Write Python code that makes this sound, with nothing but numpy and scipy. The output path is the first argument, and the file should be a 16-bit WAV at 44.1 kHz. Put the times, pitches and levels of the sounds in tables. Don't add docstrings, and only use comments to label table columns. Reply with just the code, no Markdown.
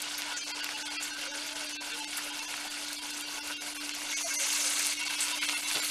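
import sys
import numpy as np
from scipy import signal
from scipy.fft import rfft, irfft
from scipy.io import wavfile

SR = 44100
rng = np.random.default_rng(int(sys.argv[2]) if len(sys.argv) > 2 else 0)


def transcribe(u):
    v = np.clip(np.atleast_2d(u).T, -1, 1)
    q = np.round(v * 32767).astype(np.int16)
    wavfile.write(sys.argv[1], SR, q)


N = 260190
TIME = np.arange(N) / SR
SEALED_S, SEAL_TAKES_S = 4.88, 0.19


def from_db(db):
    return 10 ** (np.asarray(db) / 20)


def rms_one(x):
    return x / np.sqrt(np.mean(x ** 2) + 1e-20)


def band(x, low_hz, high_hz):
    edges = [max(low_hz, 10), min(high_hz, .45 * SR)]
    return signal.sosfilt(signal.butter(2, edges, "band", fs=SR, output="sos"), x + 1e-18)


def below(x, edge_hz):
    return signal.sosfiltfilt(signal.butter(4, edge_hz, fs=SR, output="sos"), x)


def colour(x, spectrum):
    hz, db = np.transpose(spectrum)
    bins = np.maximum(np.fft.rfftfreq(N, 1 / SR), 1)
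    return irfft(rfft(x) * from_db(np.interp(np.log(bins), np.log(hz), db)), N)


def resonate(x, hz, width_hz):
    return signal.lfilter(*signal.iirpeak(hz, hz / width_hz, fs=SR), x + 1e-18)


def ramp(start_s, length_s):
    return np.clip((TIME - start_s) / length_s, 0, 1)


def drift(per_s):
    points = rng.standard_normal(4096)
    return rms_one(np.interp(TIME * per_s, np.arange(len(points)), points))


def bursts(per_s, spread_db):
    when, size, sign = rng.spawn(1)[0].random((int(per_s * N / SR) + 1, 3)).T
    rarity = np.minimum(-np.log(1 - size), 5)
    height = from_db(spread_db * rarity) * np.sign(sign - .5)
    return rms_one(np.bincount((when * N).astype(int), height, N))


def immersed(drop_share=0.3):
    slide, drop = ramp(start_s=3.81, length_s=0.37), ramp(start_s=4.35, length_s=0.067)
    return (1 - drop_share) * slide + drop_share * drop


def wetness():
    return 1 - ramp(SEALED_S, SEAL_TAKES_S)


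def frying(drying_db_per_s=0.43):
    drying, fresh = from_db(-drying_db_per_s * TIME), immersed()
    large = np.hypot(from_db(-46.5) * drying, from_db(-49.5) * fresh)
    middling = np.hypot(from_db(-39) * drying, from_db(-36) * fresh)
    fresh_fizz = np.hypot(from_db(-42), from_db(-35) * wetness())
    fine = np.hypot(from_db(-46.5), fresh_fizz * fresh ** 2)
    return large, middling, fine


def reflections(x, echo_db, fade_s=0.038):
    keep = from_db(-120 / (fade_s * SR))
    energy = signal.lfilter([1 - keep], [1, -keep], x ** 2 + 1e-18)
    return x + from_db(echo_db) * np.sqrt(energy) * rng.standard_normal(len(x))


def room_tone(level_db):
    # f/Hz, relative level/dB
    rumble = [(20, 8.5), (40, 5.5), (80, 3.5), (130, -6.5), (250, -17), (500, -19), (2000, -113)]
    return from_db(level_db) * rms_one(colour(rng.standard_normal(N), rumble))


def burner(hz, note_db, waver_db, noise_db):
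    level = from_db(note_db + waver_db * drift(per_s=7.8))
    note = np.sqrt(2) * np.sin(2 * np.pi * hz * TIME) * level
    noise = rms_one(resonate(rng.standard_normal(N), hz, width_hz=44))
    return note + from_db(noise_db) * noise


def faint_tones(waver_share, flutter_db):
    # t/s, length/s, starting f/Hz, final f/Hz, level/dB
    glides = [(1.197, 0.24, 528, 601, -50), (1.431, 0.28, 630, 612, -51), (1.898, 0.095, 448, 495, -52.5),
              (4.241, 0.039, 725, 696, -41), (4.315, 0.146, 615, 558, -49.5), (4.574, 0.11, 585, 513, -52)]
    out, wavering = np.zeros(N), 1 + waver_share * drift(per_s=53)
    for s, length, start_hz, end_hz, level_db in glides:
        progress = ramp(s, length)
        hz = (start_hz + (end_hz - start_hz) * progress) * wavering
        swell = np.sqrt(2 * np.abs(np.sin(np.pi * progress)))
        out += from_db(level_db) * swell * np.sin(2 * np.pi * np.cumsum(hz) / SR)
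    return out * rms_one(from_db(flutter_db * drift(per_s=35)))


def scoop(start_s, rise_s, fall_s, level_db):
    swell = ramp(start_s, rise_s) * (1 - ramp(start_s + rise_s, fall_s))
    clicks = bursts(per_s=6700, spread_db=5.0)
    squelch = band(clicks, low_hz=406, high_hz=1200) + from_db(-5) * band(clicks, low_hz=115, high_hz=190)
    return rms_one(squelch) * from_db(level_db) * swell


def pings(length_s):
    # middle t/s, f/Hz, level/dB
    tones = [(0.356, 1470, -53), (0.98, 2410, -42), (0.984, 2750, -43), (1.123, 1500, -45),
             (4.15, 2200, -36.5), (4.159, 6090, -39), (4.244, 6020, -42), (4.312, 6230, -44),
             (4.378, 6360, -38), (4.376, 5940, -34.5), (4.374, 2070, -40.5), (5.024, 2220, -42),
             (5.812, 7240, -38.5)]
    out = np.zeros(N)
    for s, hz, level_db in tones:
        swell = np.sin(np.pi * ramp(s - length_s / 2, length_s))
        out += from_db(level_db) * np.sqrt(2) * swell * np.sin(2 * np.pi * hz * TIME)
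    return out


def ticks(per_s, bright_db, dull_db):
    bright = rms_one(band(bursts(per_s, spread_db=-4.5), low_hz=5610, high_hz=10540))
    dull = rms_one(band(bursts(per_s, spread_db=7.0), low_hz=1834, high_hz=6130))
    _, middling, fine = frying()
    return bright * fine * from_db(bright_db) + dull * middling * from_db(dull_db)


def steam(start_s, hz, width_hz, start_db, fade_db_per_s, sputter_db):
    jet = band(bursts(per_s=14000, spread_db=1.5), hz - width_hz / 2, hz + width_hz / 2)
    level_db = start_db - fade_db_per_s * (TIME - start_s) + sputter_db * drift(per_s=81)
    return rms_one(jet) * from_db(level_db) * ramp(start_s, length_s=0.046) * wetness()


def spits_and_blips(crack, uneven_db):
    # t/s, peak level/dB, f/Hz, fading time/s
    events = [(0.018, -22, 9000, 0.0059), (0.179, -25.5, 11200, 0.017), (0.274, -35, 3300, 0.0024),
              (0.366, -26, 6540, 0.039), (0.644, -15.5, 3370, 0.00057), (0.645, -20, 3770, 0.0017),
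              (0.69, -23, 2290, 0.0024), (0.976, -27.5, 2530, 0.018), (1.026, -29, 5760, .0012),
              (1.027, -24, 7500, 0.017), (1.496, -38, 2700, 0.0031), (1.695, -24, 4200, 0.002),
              (2.171, -23, 10300, 0.011), (2.184, -26.5, 1610, 0.011), (2.392, -23.5, 3840, 0.0053),
              (2.54, -23.5, 1820, 0.0045), (2.648, -33, 820, 0.019), (2.832, -38, 2600, .0015),
              (2.881, -27, 3970, 0.007), (2.93, -20, 8500, 0.0019), (3.105, -27.5, 7990, 0.0085),
              (3.172, -27, 7700, 0.014), (3.21, -19, 9000, 0.0014), (3.473, -26, 9050, 0.0073),
              (3.893, -18.5, 3070, 0.0018), (3.95, -23.5, 6500, .0017), (4.018, -29.5, 1600, .003),
              (4.127, -29.5, 2220, 0.05), (4.339, -19, 9200, 0.0093), (4.643, -22, 4500, 0.0057),
              (4.792, -15.5, 7300, 0.0069), (4.796, -25.5, 2220, .016), (4.861, -17.5, 6300, .003),
              (4.868, -17, 8800, 0.0045), (5.205, -16, 8000, 0.033), (5.424, -22, 2506, 0.019),
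              (5.488, -16.5, 2520, .002), (5.495, -19, 2400, .002), (5.713, -20, 3020, 0.0032),
              (5.754, -19, 3960, 0.0096), (5.77, -17, 3000, 0.0026)]
    out, t = np.zeros(N), TIME[:SR // 5]
    for s, peak_db, hz, fade_s in events:
        width_hz = hz * 0.8 * (0.004 / fade_s) ** 0.88
        grains, sizes = rng.standard_normal((2, len(t)))
        burst = rms_one(grains * from_db(uneven_db * sizes)) * np.exp(-t / fade_s)
        burst[0] += crack
        hiss = resonate(reflections(burst, echo_db=-19), hz, width_hz)
        hiss = band(hiss, low_hz=max(hz / 2 - width_hz / 2, hz / 3), high_hz=hz * 1.5 + width_hz)
        start = round(s * SR)
        out[start:start + len(t)] += (from_db(peak_db) * hiss / np.abs(hiss).max())[:N - start]
    return out


def hollow_ring(x, low_hz, high_hz, count, spacing_hz=130, chance_db=5):
    strength, hz = np.abs(rfft(x)), np.fft.rfftfreq(len(x), 1 / SR)
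    luck, phase = from_db(chance_db * rng.standard_normal(len(hz))), rng.random(len(hz))
    in_range = strength * (hz > low_hz) * (hz < high_hz)
    peaks, _ = signal.find_peaks(in_range, distance=max(spacing_hz / hz[1], 1))
    chosen = peaks[np.argsort(-(strength * luck)[peaks])[:count]]
    cycles = np.outer(hz[chosen], TIME[:len(x)]) + phase[chosen, None]
    return strength[chosen] @ np.sin(2 * np.pi * cycles)


def stutter(x, treble_hz, ring_db, overhang_s, give_way_db):
    # middle t/s, length/s, loss below the treble/dB, treble loss/dB, ring boost/dB
    dips = [(0.353, 0.016, 8, 18, 0.5), (0.401, 0.016, 11, 12, -1.5), (0.426, .012, 1, 19, 0),
            (0.453, 0.019, 16, 0, -3), (0.532, 0.024, 26, 22, 2), (0.619, 0.015, 6, 27, 1),
            (0.755, 0.0091, 11, 4, 1.5), (0.841, 0.021, 21, 11, -1), (0.895, 0.016, 13, 11, -1.5),
            (0.984, 0.027, 20, 29, 2), (1.123, 0.021, 5, 7, -1), (1.161, 0.017, 2, 3, -2.5),
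            (1.297, 0.035, 4, 11, -3), (1.329, 0.014, 14, 7, -1), (1.544, .013, 9, 0, -13),
            (1.679, 0.012, 5, 14, 0), (1.74, 0.013, 8, 21, 2), (1.789, 0.032, 22, 51, -0.5),
            (1.929, 0.0078, 4, 21, 2), (2.015, 0.012, 9, 4, 2), (2.062, 0.02, 19, 15, -1),
            (2.317, 0.012, 2, 15, -1), (2.412, 0.0082, 15, 13, 1), (2.467, 0.019, 13, 8, -1),
            (2.693, 0.011, 7, 10, -3), (2.975, 0.012, 11, 5, 0), (3.007, 0.018, 9, 9, -5.5),
            (3.123, 0.0097, 9, 9, -0.5), (3.232, 0.0086, 6, 6, -0.5), (3.257, 0.017, 2, 10, -1.5),
            (3.401, 0.013, 13, 12, -2.5), (3.422, 0.013, 7, 13, -1.5), (3.555, 0.022, 6, 19, 0),
            (3.592, 0.028, 13, 18, -3), (3.742, 0.009, 22, 10, -8.5), (3.789, .022, 30, 7, -0.5),
            (3.929, 0.014, 8, 14, -1), (4.154, 0.022, 20, 13, -2.5), (4.245, 0.031, 13, -3, -2.5),
            (4.318, 0.011, 1, 0, 0), (4.376, 0.025, 34, 4, -6.5), (4.955, 0.027, 6, 5, -11),
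            (4.984, .012, 6, 17, -2), (5.022, 0.0072, 7, 22, -1), (5.046, 0.0105, 6, 12, -6),
            (5.087, 0.0086, 16, 4, -7), (5.168, 0.018, 11, -4, -3), (5.338, 0.014, 1, 11, -0.5),
            (5.402, 0.023, 13, 19, -2), (5.469, .013, 14, -3, -1.5), (5.556, 0.015, 9, -1, 1),
            (5.616, 0.0088, 16, 3, -10), (5.658, 0.015, 2, 4, -1.5), (5.811, 0.01, 14, 23, -2)]
    body_db, treble_db, rings = np.zeros((3, N))
    for s, length, loss_db, treble_loss_db, boost_db in dips:
        near = slice(max(int((s - .12) * SR), 0), int((s + .06) * SR))
        t = TIME[near] - s
        gap = np.exp(-(2 * t / length) ** 4)
        swell = np.cos(np.pi / 2 * np.clip(t / (length / 2 + overhang_s), -1, 1))
        body_db[near] -= loss_db * gap + give_way_db * swell
        treble_db[near] -= treble_loss_db * gap + give_way_db * swell
        low_ring = hollow_ring(x[near] * swell, low_hz=800, high_hz=6580, count=9)
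        high_ring = hollow_ring(x[near] * swell, low_hz=6760, high_hz=12000, count=3)
        ring = low_ring + from_db(min(-1 - treble_loss_db, 0) / 2) * high_ring
        rings[near] += from_db(ring_db + boost_db) * x[near].std() * rms_one(ring) * swell
    body = below(x, treble_hz)
    return body * from_db(body_db) + (x - body) * from_db(treble_db) + rings


def wok(x, waver_db):
    # f/Hz, width/Hz, boost/dB, boost with the fresh batter in/dB
    resonances = [(446, 38, 8.5, 7), (593, 72, 10, 11.5), (718, 32, 9, 8), (868, 50, 14, 11.5),
                  (984, 37, 11.5, 13.5), (1113, 18, 8.5, 12), (1278, 118, 7.5, 11), (1446, 30, 7, 4),
                  (1526, 107, 10.5, 9), (1614, 38, 2.5, 2), (1754, 19, 2, 1), (1960, 34, 3, 3),
                  (2100, 90, 1, 4.5), (2222, 110, 6.5, 8), (2414, 26, 3, 1), (2665, 120, 6, 6),
                  (2739, 43, 4, 3.5), (2795, 27, 6, 5), (2896, 19, 5, 4), (3012, 25, 3, 2),
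                  (3193, 20, 7.5, 3.5), (3470, 110, 4, 4.5), (3795, 130, 2.7, 3.5), (4255, 100, 3.5, 5.5),
                  (4610, 130, 4.5, 3.5), (4850, 160, 2.7, 2), (6300, 400, 2, 3)]
    fresh = immersed()
    for hz, width_hz, boost_db, fresh_boost_db in resonances:
        boost = from_db(boost_db) * (1 - fresh) + from_db(fresh_boost_db) * fresh
        nearness = rms_one(from_db(waver_db * drift(per_s=16)))
        x = x + (boost - 1) * resonate(x * nearness, hz, width_hz)
    return x


def bubbles(most_per_s, spread_db, clumping, snap_share):
    edges_hz = np.r_[np.geomspace(125, 4000, 10), np.geomspace(4000, 15000, 8)[1:]]
    snaps = bursts(per_s=240, spread_db=3.3)
    out = 0
    for low_hz, high_hz in zip(edges_hz, edges_hz[1:]):
        smallness = np.sqrt(low_hz / edges_hz[-1])
        clump_db = clumping * (2.0 + 6.5 * smallness ** 2)
        clumps = rms_one(from_db(clump_db * drift(per_s=90)))
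        pops = bursts(most_per_s * smallness, spread_db) * clumps
        out = out + band(reflections(pops + snap_share * snaps, echo_db=1.5), low_hz, high_hz)
    return out


def sizzle(old_db_per_s, fresh_db_per_s):
    # f/Hz, relative level/dB
    bubble_tone = [(140, -14.5), (250, -15.5), (380, -16), (600, -13.5), (1100, -13), (1900, -5),
                   (3000, -1), (4500, -1.5), (5800, -2.5), (7500, -7), (10500, -7.5), (12000, -14.5),
                   (14500, -21)]
    oil = rms_one(bubbles(most_per_s=5000, spread_db=3.0, clumping=0.55, snap_share=0.36))
    oil = colour(wok(oil, waver_db=2.0), bubble_tone)
    old_age, fresh_age = TIME * (1 - immersed()), np.maximum(TIME - SEALED_S, 0)
    sparkle_db = -6.5 + old_db_per_s * old_age + fresh_db_per_s * fresh_age
    oil = oil + (from_db(sparkle_db) - 1) * (oil - below(oil, edge_hz=9200))
    large, middling, fine = frying()
    lows, below_top = below(oil, edge_hz=1654), below(oil, edge_hz=7000)
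    mids, highs = below_top - lows, oil - below_top
    return large * rms_one(lows) + middling * rms_one(mids) + fine * rms_one(highs)


def scene():
    pan = sizzle(old_db_per_s=1.57, fresh_db_per_s=10.5)
    pan += ticks(per_s=47, bright_db=-11.5, dull_db=-18)
    pan += steam(start_s=4.075, hz=6200, width_hz=1050, start_db=-38.5, fade_db_per_s=4, sputter_db=0.5)
    pan += spits_and_blips(crack=3.5, uneven_db=5.5)
    pan = stutter(pan, treble_hz=6650, ring_db=-1.5, overhang_s=.015, give_way_db=4)
    pan += pings(length_s=.05)
    background = room_tone(level_db=-69)
    background += burner(hz=295.1, note_db=-53.5, waver_db=1.5, noise_db=-62)
    background += faint_tones(waver_share=0.0297, flutter_db=3.5)
    background += scoop(start_s=5.74, rise_s=0.026, fall_s=0.051, level_db=-38)
    return (pan + background)[None]


def record(dry):
    cutoff_hz = 14350
    return signal.sosfilt(signal.ellip(12, .1, 90, cutoff_hz, fs=SR, output="sos"), dry)


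dry = scene()
out = record(dry)
transcribe(out)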